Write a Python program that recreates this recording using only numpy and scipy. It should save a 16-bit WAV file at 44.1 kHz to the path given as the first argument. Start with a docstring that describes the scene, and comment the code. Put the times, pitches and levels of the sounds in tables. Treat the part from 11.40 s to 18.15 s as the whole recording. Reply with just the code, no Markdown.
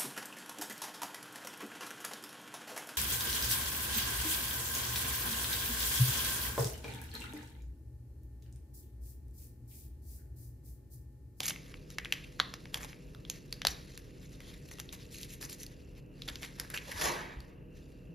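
"""Opening a foil suture packet

Gloved hands tear open a foil packet above a table, unfold the card inside and draw out the thread.
Stiff foil and card buckle in short ringing snaps, over stick-slip rubs and soft glove rustle (shaped noise);
the empty wrapper then slides away in three pushes, and the table answers soft bumps with low decaying sines.
A small room adds a noisy tail, moving air and machine hum; two closely spaced microphone ports pick it up."""
import sys
import numpy as np
from scipy import signal
from scipy.fft import rfft, irfft, next_fast_len
from scipy.io import wavfile
from scipy.ndimage import uniform_filter1d

SR = 44100
rng = np.random.default_rng(int(sys.argv[2]) if len(sys.argv) > 2 else 0)


def wrap_up_sound(samples):
    """Save the sound to the file named by the first command line argument, as 16-bit audio."""
    columns = np.atleast_2d(samples).T
    # keep every value between -1 and 1, then stretch to whole-number steps
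    tamed = np.clip(columns, -1, 1)
    steps = np.round(tamed * 32767).astype(np.int16)
    wavfile.write(sys.argv[1], SR, steps)


N = 297479
SIZE = next_fast_len(N + 2048, True)
FREQS = np.fft.rfftfreq(SIZE, 1 / SR)
TIME = np.arange(N) / SR


def amp(db):
    """Decibels to gain."""
    return 10 ** (np.asarray(db) / 20)


def unit(x):
    """Scales to an rms of 1."""
    return x / np.sqrt(np.mean(x ** 2) + 1e-20)


def read(points, hz):
    """Reads a table on a log-frequency axis."""
    f, value = np.transpose(points)
    return np.interp(np.log(hz + 1), np.log(np.abs(f) + 1), value)


def add(mix, s, sound):
    """Adds a sound into the mix at a time in seconds."""
    part = mix[..., max(round(s * SR), 0):][..., :sound.shape[-1]]
    part += sound[..., :part.shape[-1]]


def filtered(x, gain):
    """Filters a full-length signal by a gain curve over FREQS."""
    return irfft(rfft(x, SIZE) * gain, SIZE)[..., :N]


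def colour(x, db):
    """Filters a full-length signal by a dB curve over FREQS."""
    return filtered(x, amp(db))


def low_pass(x, hz):
    """Keeps what lies below a frequency."""
    return filtered(x, 1 / (1 + (FREQS / hz) ** 4))


def causal(gain, size=2048):
    """Minimum-phase impulse response: the quickest one with this magnitude."""
    log_gain = np.log(np.maximum(np.r_[gain, gain[-2:0:-1]], 1e-5))
    return np.fft.ifft(np.exp(np.conj(signal.hilbert(log_gain)))).real[:size]


def wander(rate_hz):
    """Slow random drift with an rms of 1."""
    return unit(low_pass(rng.standard_normal(N), rate_hz))


# likeness of diffuse sound at the two ports: [f/Hz, correlation]
PORT_CORRELATION = [(40, 0.96), (200, 0.85), (400, 0.46), (650, 0.088), (1000, 0.37), (1450, -0.54),
                    (1850, 0.65), (2300, 0.97), (4800, 1), (6000, 0.74), (8400, 1), (15000, 0.91)]


def diffuse(pair):
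    """Makes two unrelated signals as alike as diffuse sound is at the ports."""
    c = np.clip(read(PORT_CORRELATION, FREQS), -1, 1)
    mid, side = filtered(pair, np.sqrt(np.array([1 + c, 1 - c]) / 2))
    return np.array([mid + side, mid - side])


def friction(slips_per_s, spread_db, hiss, uneven_db):
    """Tiny slips at random moments, each of random size and about a millisecond of noise, over a smooth hiss."""
    decay_s = 0.00081
    sizes = amp(spread_db * np.minimum(rng.exponential(1, N), 3.5))
    slips = (rng.random(N) < slips_per_s / SR) * sizes
    power = signal.lfilter([1], [1, -np.exp(-1 / (decay_s * SR))], slips ** 2)
    envelope = np.sqrt(power / power.mean() + hiss) * amp(uneven_db * wander(57))
    return unit(rng.standard_normal((2, N)) * envelope)


def patchy(x, depth_db, patch_s, patch_hz):
    """The contact point keeps moving, so different parts of the sheet sound from moment to moment."""
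    hz, t, z = signal.stft(x, SR, nperseg=512, noverlap=384)
    across = np.fft.fftfreq(len(hz), hz[1])[:, None] * patch_hz
    along = np.fft.fftfreq(len(t), t[1]) * patch_s
    spectrum = np.fft.fft2(rng.standard_normal(z.shape[1:]))
    field = unit(np.fft.ifft2(spectrum * np.exp(-2 * (across ** 2 + along ** 2))).real)
    z = z * amp(depth_db * np.clip(field, -2, 2))
    return unit(signal.istft(z, SR, nperseg=512, noverlap=384)[1][:, :N])


def snap(ring_hz, ring_db, ring_width_hz, body_hz, body_db, treble_db):
    """A facet flips over in about two milliseconds; it and the sheet around it ring for a few cycles."""
    rise_s, evenness = 0.00041, 0.63  # evenness: how far the burst's spectrum is flattened, 0 to 1
    skirt_hz, body_width_hz = 1700, 650
    hz, t = np.fft.rfftfreq(2048, 1 / SR), np.arange(2048) / SR
    flip = rfft(rng.standard_normal(len(t)) * (t / rise_s) ** 2 * np.exp(-t / rise_s))
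    flip /= np.sqrt(uniform_filter1d(abs(flip) ** 2, size=25)) ** evenness
    sheet_db = read([(150, body_db - 22.5), (600, body_db - 6.5), (1700, body_db), (2500, -0.88), (5800, -1.3),
                     (8000, treble_db - 0.5), (12000, treble_db), (16000, treble_db - 14.5)], hz)
    ring = amp(ring_db + 4.0) / np.hypot(1, 2 * (hz - ring_hz) / ring_width_hz)
    ring *= np.exp(-((hz - ring_hz) / skirt_hz) ** 2)
    body = amp(body_db + 5.0) / (1 + (2 * (hz - body_hz) / body_width_hz) ** 2)
    sound = rfft(causal(np.sqrt(amp(sheet_db) ** 2 + ring ** 2 + body ** 2))) * flip
    core = (hz > 2000) & (hz < 6000)  # band that sets the strength
    return irfft(sound / np.sqrt(np.mean(abs(sound[core]) ** 2)))[:len(t) // 2]


def creases(per_s, spread_db, count=10):
    """Small creases give way at random moments, each ticking at one of ten pitches."""
    sizes = (rng.random(N) < per_s / SR) * amp(spread_db * np.minimum(rng.exponential(1, N), 3))
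    crease, ticks = rng.integers(0, count, N), np.zeros(N)
    for k, hz in enumerate(np.geomspace(2200, 6500, count)):
        tick = snap(hz, ring_db=10, ring_width_hz=900, body_hz=1300, body_db=-12, treble_db=-9)
        for at in np.flatnonzero(sizes * (crease == k)):
            add(ticks, at / SR, sizes[at] * tick)
    return unit(ticks)


# colour of the moving air: [f/Hz, relative level/dB]
AIR_COLOUR = [(20, -49.5), (28, -19.5), (36, 1), (60, 1.5), (95, -5.5), (140, 0.5), (220, -14),
              (350, -10.5), (500, -13.5), (750, -28.5), (1100, -33.5), (1600, -31.5), (2200, -40.5),
              (2750, -24.5), (3400, -54.5), (16000, -48)]
# steady lines of the machine: [f/Hz, relative level/dB]
HUM_LINES = [(37.7, -61.5), (123.8, -64.5), (150.7, -62), (188.4, -62.5), (226.1, -70.5), (263.8, -63.5),
             (301.5, -66), (339.1, -71), (414.5, -71.5), (468.3, -72.5), (490.3, -70), (619.1, -77.5)]


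def background(air_db=-52, hum_db=-1, waver_rad=0.5):
    """Low rush of moving air and the wavering lines of a machine."""
    air = unit(colour(diffuse(rng.standard_normal((2, N))), read(AIR_COLOUR, FREQS)))
    hum = np.zeros(N)
    for hz, db in HUM_LINES:
        phase = 2 * np.pi * (hz * TIME + rng.random()) + waver_rad * wander(6.0)
        hum += amp(db) * np.sqrt(2) * np.sin(phase)
    return amp(air_db) * air + amp(hum_db) * hum


# room decay: [f/Hz, t60/s]
ROOM_DECAY = [(300, 0.64), (1600, 0.41), (4000, 0.51), (8000, 0.27), (15000, 0.31)]
# colour of the room's answer: [f/Hz, gain/dB]
ROOM_GAIN = [(200, 12.5), (600, 2.5), (1100, 3.5), (1700, 6), (2800, -4), (4200, -4.5), (7000, -2),
             (14000, -3)]


def room(x, build_s=0.001):
    """A noisy tail that decays at its own rate in each band, fastest in the treble."""
    hz, t, z = signal.stft(rng.standard_normal((2, SR * 3 // 4)), SR, nperseg=256)
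    tail = signal.istft(z * amp(-60 * t / read(ROOM_DECAY, hz)[:, None]), SR, nperseg=256)[1]
    tail = tail * (1 - np.exp(-(np.arange(tail.shape[1]) / SR / build_s) ** 2))
    wet = signal.fftconvolve(x[None], tail / np.linalg.norm(tail[0]), axes=1)[:, :N]
    return diffuse(colour(wet, read(ROOM_GAIN, FREQS)))


# soft bumps of the hands on the table: [t/s, level/dB, f/Hz]
TABLE_BUMPS = [(2.276, -39, 62), (5.544, -44.5, 86), (5.641, -43, 64), (5.968, -39.5, 59),
               (6.689, -43.5, 170)]


def bumps(swell_s=0.013):
    """The table answers each soft push with a few low cycles."""
    out, t = np.zeros(N), np.arange(SR // 4) / SR
    for s, db, hz in TABLE_BUMPS:
        swell = t / swell_s * np.exp(1 - t / swell_s)
        add(out, s, amp(db) * swell * np.sin(2 * np.pi * hz * t))
    return out


# steady rustle, hushed when the hands rest: [t/s, level/dB]
HANDLING_LEVEL = [(0, -75), (0.45, -68.5), (0.72, -64), (1.08, -63.5), (1.33, -66.5), (1.85, -70),
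                  (2.4, -60.5), (2.7, -67), (3.3, -63.5), (3.9, -66), (4.43, -69.5), (4.68, -80.5),
                  (4.84, -62), (5.4, -62), (6.1, -72), (6.22, -92.5), (6.47, -71.5), (6.75, -80.5)]
# separate rustles as the fingers shift their grip: [peak t/s, length/s, level/dB]
GRIP_CHANGES = [(0.01, 0.082, -50.5), (0.291, 0.18, -60.5), (0.518, 0.067, -59.5), (1.501, 0.08, -56.5),
                (1.944, 0.1, -56), (2.53, 0.11, -59.5), (2.841, 0.037, -60), (2.94, 0.047, -60.5),
                (3.095, 0.15, -61), (3.626, 0.098, -59), (4.328, 0.046, -62.5), (4.58, 0.049, -63),
                (4.927, .06, -61), (5.056, 0.062, -52.5), (5.21, .1, -60), (6.387, 0.096, -66.5)]
REGRIP_EDGE_DB = -8.5  # either end of a rustle, re its middle


def hand_motion():
    """Gain of the glove rustle: steady handling, plus a bell-shaped swell for each change of grip."""
    power = amp(np.interp(TIME, *np.transpose(HANDLING_LEVEL))) ** 2
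    for s, length_s, db in GRIP_CHANGES:
        near = abs(TIME - s) < 2 * length_s
        power[near] += amp(db + REGRIP_EDGE_DB * (2 * (TIME[near] - s) / length_s) ** 2) ** 2
    return np.sqrt(power)


# colour of the glove rustle: [f/Hz, gain/dB]
GLOVE_GAIN = [(200, -35), (700, -16), (1100, -2), (1900, 4.5), (3000, -0.5), (4200, 2.5), (7000, -1.5),
              (10000, -2.5), (13500, -10.5), (16000, -25)]


def gloves(crinkle_db=-9):
    """Soft friction noise that follows the hands, with small creases ticking in it."""
    slips = friction(slips_per_s=270, spread_db=-0.5, hiss=2.5, uneven_db=1.7)
    rustle = colour(diffuse(slips), read(GLOVE_GAIN, FREQS))
    rustle = patchy(rustle, depth_db=2.2, patch_s=0.03, patch_hz=700)
    return (rustle + amp(crinkle_db) * creases(per_s=70, spread_db=1.5)) * hand_motion()


# pushes that send the wrapper over the table: [fastest t/s, relative level/dB]
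WRAPPER_PUSHES = [(5.41, -62), (5.499, -50.5), (5.641, -34.5)]
PUSH_RISE_DB_PER_S, SKID_FALL_DB_PER_S, SKID_DULLING_DB_PER_S = 205, 75, 72


def skid(fall_db_per_s):
    """Gain of the sliding: each push builds quickly, then friction brakes it."""
    swells = [db - np.maximum(PUSH_RISE_DB_PER_S * (s - TIME), fall_db_per_s * (TIME - s))
              for s, db in WRAPPER_PUSHES]
    return amp(np.max(swells, axis=0))


# colour of the sliding wrapper: [f/Hz, gain/dB]
SLIDE_GAIN = [(100, -6.5), (250, -3.5), (500, 7), (700, 5), (1000, 7), (1300, 5), (1650, 6.5), (2300, 2.5),
              (2700, -1), (4500, -3), (7000, -8), (10000, -9), (13500, -15.5), (16000, -48)]


def slide(level_db=2.0, crinkle_db=-14, bright_db=7, split_hz=4000):
    """The wrapper skids and crinkles over the table, duller as it slows."""
    slips = friction(slips_per_s=830, spread_db=4.5, hiss=2.8, uneven_db=1.25)
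    grain = colour(diffuse(slips), read(SLIDE_GAIN, FREQS))
    grain = patchy(grain, depth_db=3, patch_s=0.06, patch_hz=140)
    grain = grain + amp(crinkle_db) * creases(per_s=260, spread_db=2.5)
    low = low_pass(grain, split_hz)
    treble = amp(bright_db) * (grain - low)
    treble_skid = skid(SKID_FALL_DB_PER_S + SKID_DULLING_DB_PER_S)
    return amp(level_db) * (low * skid(SKID_FALL_DB_PER_S) + treble * treble_skid)


# colour of rubbed foil, card and thread: [f/Hz, gain/dB]
RUB_GAIN = [(60, -28), (200, -11), (600, -5.5), (1100, -6.5), (1900, 2), (3000, -1), (4200, 1.5), (7000, 4),
            (9500, 5), (13000, -0.5), (16000, -12)]
# tearing and quick rubs of foil, card and thread:
# [start t/s, end t/s, relative level/dB, body/dB, sheet ring f/Hz, ring/dB]
RUB_STROKES = [(0.021, 0.121, -39.5, 4.5, 2360, 2), (0.723, 0.74, -47, 9, 2600, -3),
               (0.836, 0.851, -62, 11, 2680, 29), (1.324, 1.397, -51, 18, 3300, -6),
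               (1.394, 1.465, -52.5, 17.5, 745, 14), (1.407, 1.445, -63, 0, 2200, 19),
               (2.25, 2.343, -50.5, -1, 5800, 12), (2.994, 3.134, -63.5, 17, 3350, 14),
               (3.277, 3.293, -55, 5, 4000, -16), (3.307, 3.346, -51.5, 10, 6200, 1),
               (3.39, 3.411, -49, 12.5, 3020, 2), (3.52, 3.558, -46.5, 7, 2400, -8),
               (3.694, 3.875, -50.5, -36, 4180, -1), (3.876, 3.964, -51, -13, 2580, 0.5),
               (4.001, 4.067, -44.5, 8, 4000, -32), (4.082, 4.159, -48, -8, 4300, -9),
               (4.18, 4.249, -51, -28, 5940, 1), (4.873, 4.906, -46.5, 18, 3600, 11),
               (5.011, 5.062, -52.5, 15, 2200, 12.5), (5.171, 5.268, -61.5, 21, 1720, 17),
               (5.295, 5.347, -55, 16.5, 1660, 16), (5.336, 5.371, -43, 15, 1550, 18),
               (5.36, 5.392, -55, -1, 2620, 26.5), (5.51, 5.53, -45.5, 3, 1750, 15.5)]


def rubs(level_db=-1.2, crinkle_db=-6, body_hz=1300, ring_width_hz=380, taper=0.45):
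    """Short strokes of dense stick and slip with crisp ticks; body and sheet ring are set per stroke."""
    slips = friction(slips_per_s=660, spread_db=4.0, hiss=0.68, uneven_db=1.5)
    grain = colour(diffuse(slips), read(RUB_GAIN, FREQS))
    grain = patchy(grain, depth_db=2.5, patch_s=0.012, patch_hz=700)
    grain = grain + amp(crinkle_db) * creases(per_s=170, spread_db=4)
    body = low_pass(grain, body_hz)
    out = np.zeros((2, N))
    for start, end, db, body_db, ring_hz, ring_db in RUB_STROKES:
        span = slice(max(round(start * SR), 0), round(end * SR))
        ring = signal.lfilter(*signal.iirpeak(ring_hz, ring_hz / ring_width_hz, SR), grain[:, span])
        stroke = grain[:, span] + (amp(body_db) - 1) * body[:, span] + amp(ring_db) * ring
        add(out, start, amp(db + level_db) * stroke * signal.windows.tukey(stroke.shape[1], taper))
    return out


# buckling snaps: [t/s, strength/dB, facet ring f/Hz, relative ring height/dB,
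# sheet body f/Hz, relative body/dB, relative treble/dB]
BUCKLING_SNAPS = [(0.0037, -3, 3360, -1, 700, -5.5, -7), (0.032, -9, 3220, 9, 1640, -12, -2),
                  (0.0643, -13, 6030, -1, 1490, -13, 3), (0.081, -6.5, 7150, -10, 1700, -11, -1),
                  (0.106, -6, 3180, 13, 1480, 5, -4), (0.16, -15.5, 2360, 16, 1250, -14, -15),
                  (0.3404, -17, 2470, 14, 1140, 2, -33), (0.503, -22, 5900, -1, 1300, -13, -4.5),
                  (0.584, -3, 2190, 6.5, 1550, -18, -12.5), (0.6474, -10.5, 3300, 10, 1500, -1, -7.5),
                  (0.6557, -10, 2270, 16, 1680, -12, -9), (0.7233, 6, 2660, 5.5, 1560, -20, -9),
                  (0.993, -20, 6500, -2, 1610, 5.5, -19), (0.9992, 8, 3730, 10.5, 1450, 7, -14),
                  (1.1387, -11, 5740, -4, 1350, -2, -12), (1.255, -19.5, 2180, 5, 1090, -2, -20),
                  (1.343, -0.5, 3300, 3.5, 1760, -3.5, -5), (1.446, -18.5, 5000, -9, 800, -4, -7),
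                  (1.5298, -19.5, 2440, 14, 1280, -6, -19), (1.7478, -24.5, 3720, 8, 1320, 8.5, -4),
                  (1.85, -18, 3360, 12, 1340, -4, -22), (1.8987, -6.5, 6430, 2.5, 900, -17, -4),
                  (2.1256, -5, 4540, 6.5, 1920, -8, -5), (2.2173, -6.5, 3230, 6, 1790, -4, -18),
                  (2.2499, 3, 3850, 2, 766, 1, -11), (2.2692, 8, 4270, 6, 1450, -9, -5.5),
                  (2.5756, -17.5, 4000, -8, 1770, -7, -2), (3.004, -22.5, 2040, 5, 1320, -1, -5),
                  (3.3851, -21, 2830, 5, 1280, -2, -7), (3.399, -11.5, 6250, 2, 1620, -6.5, -4.5),
                  (3.49, -16, 3530, 19, 1370, -14, -27), (3.831, -13, 4100, -11, 1080, -28, -11),
                  (4.0962, -20, 5500, 0, 1200, -10, -3), (4.128, -19.5, 4270, 3, 1200, -15, 3),
                  (4.2318, -16.5, 5880, 8, 950, -23, 2), (4.264, -18.5, 4600, 7, 750, -24, 0),
                  (4.8194, -10.5, 3840, 9, 1230, -15, -10), (4.8865, -6.5, 3430, -1, 1530, -14, -28),
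                  (4.9562, -11, 3790, -8, 1500, -15, -16), (5.0302, -11, 2060, 2, 1600, -21, -20),
                  (5.198, -5.5, 5230, 2, 1660, -4, -0.5), (5.301, -25, 1780, 2, 1600, -2, 9),
                  (5.3747, -5.5, 2660, 11, 1550, -7, -6), (6.004, -23.5, 4530, 8.5, 1240, 0, 0)]
RING_WIDTH_HZ = 740  # typical width of a facet's ring


def snaps():
    """All snaps as they radiate in one direction."""
    out = np.zeros(N)
    for s, db, ring_hz, ring_db, *sheet in BUCKLING_SNAPS:
        add(out, s, amp(db) * snap(ring_hz, ring_db, RING_WIDTH_HZ, *sheet))
    return out


# first reflections from table and hands: [delay t/s, level/dB]
FIRST_ECHOES = [(.0019, -12), (.0037, -18), (.0063, -23.5), (.0074, -19.5), (0.0128, -19.5),
                (0.0153, -19.5)]
# share of a snap scattered off the hands to the ports unequally: [f/Hz, level/dB]
HAND_SCATTER = [(300, -18), (1400, -8), (2300, -13.5), (4200, -13.5), (6500, -24), (10000, -2),
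                (13000, -11)]


def crackle(room_db=-11):
    """Snaps arrive straight, then off table and hands, then from the whole room."""
    near, sideways, upward = snaps(), snaps(), snaps()
    for delay_s, db in FIRST_ECHOES:
        add(near, delay_s, amp(db) * sideways)
    side = colour(sideways, read(HAND_SCATTER, FREQS))
    wet = (room(sideways) + room(upward)) / np.sqrt(2)
    return np.array([near + side, near - side]) + amp(room_db) * wet


# where the rubbing happens: [t/s, left minus right level/dB]
RUB_POSITION = [(0, -1.5), (2.5, 1.5), (4.9, -0.5), (5.2, 0), (5.37, -1), (5.55, 0), (5.7, -.5),
                (6.1, -2.5)]


def scene():
    """Everything the hands do, in the room."""
    pan_db = np.interp(TIME, *np.transpose(RUB_POSITION))
    rubbing = (rubs() + slide()) * amp(np.array([pan_db, -pan_db]) / 2)
    rubbing_room = amp(-8) * room(rubbing.mean(0))
    return background() + bumps() + gloves() + rubbing + rubbing_room + crackle()


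# phase between the ports: [f/Hz, phase/rad]
PORT_PHASE_RAD = [(0, 0), (5000, 0), (7200, -1.3), (8100, -3.0), (8900, -3.3), (11200, -6.2), (13000, -6.4),
                  (14600, -9.2), (16500, -9.5)]
EDGE_HZ = 16500


def record(dry):
    """The ports turn the treble against each other; then the band limit."""
    phase = np.interp(FREQS, *np.transpose(PORT_PHASE_RAD))
    pair = filtered(dry, np.exp(.5j * np.array([phase, -phase])))
    band_limit = signal.firwin(255, EDGE_HZ, window=("kaiser", 9), fs=SR)
    return signal.oaconvolve(pair, band_limit[None], "same")


dry = scene()
out = record(dry)
wrap_up_sound(out)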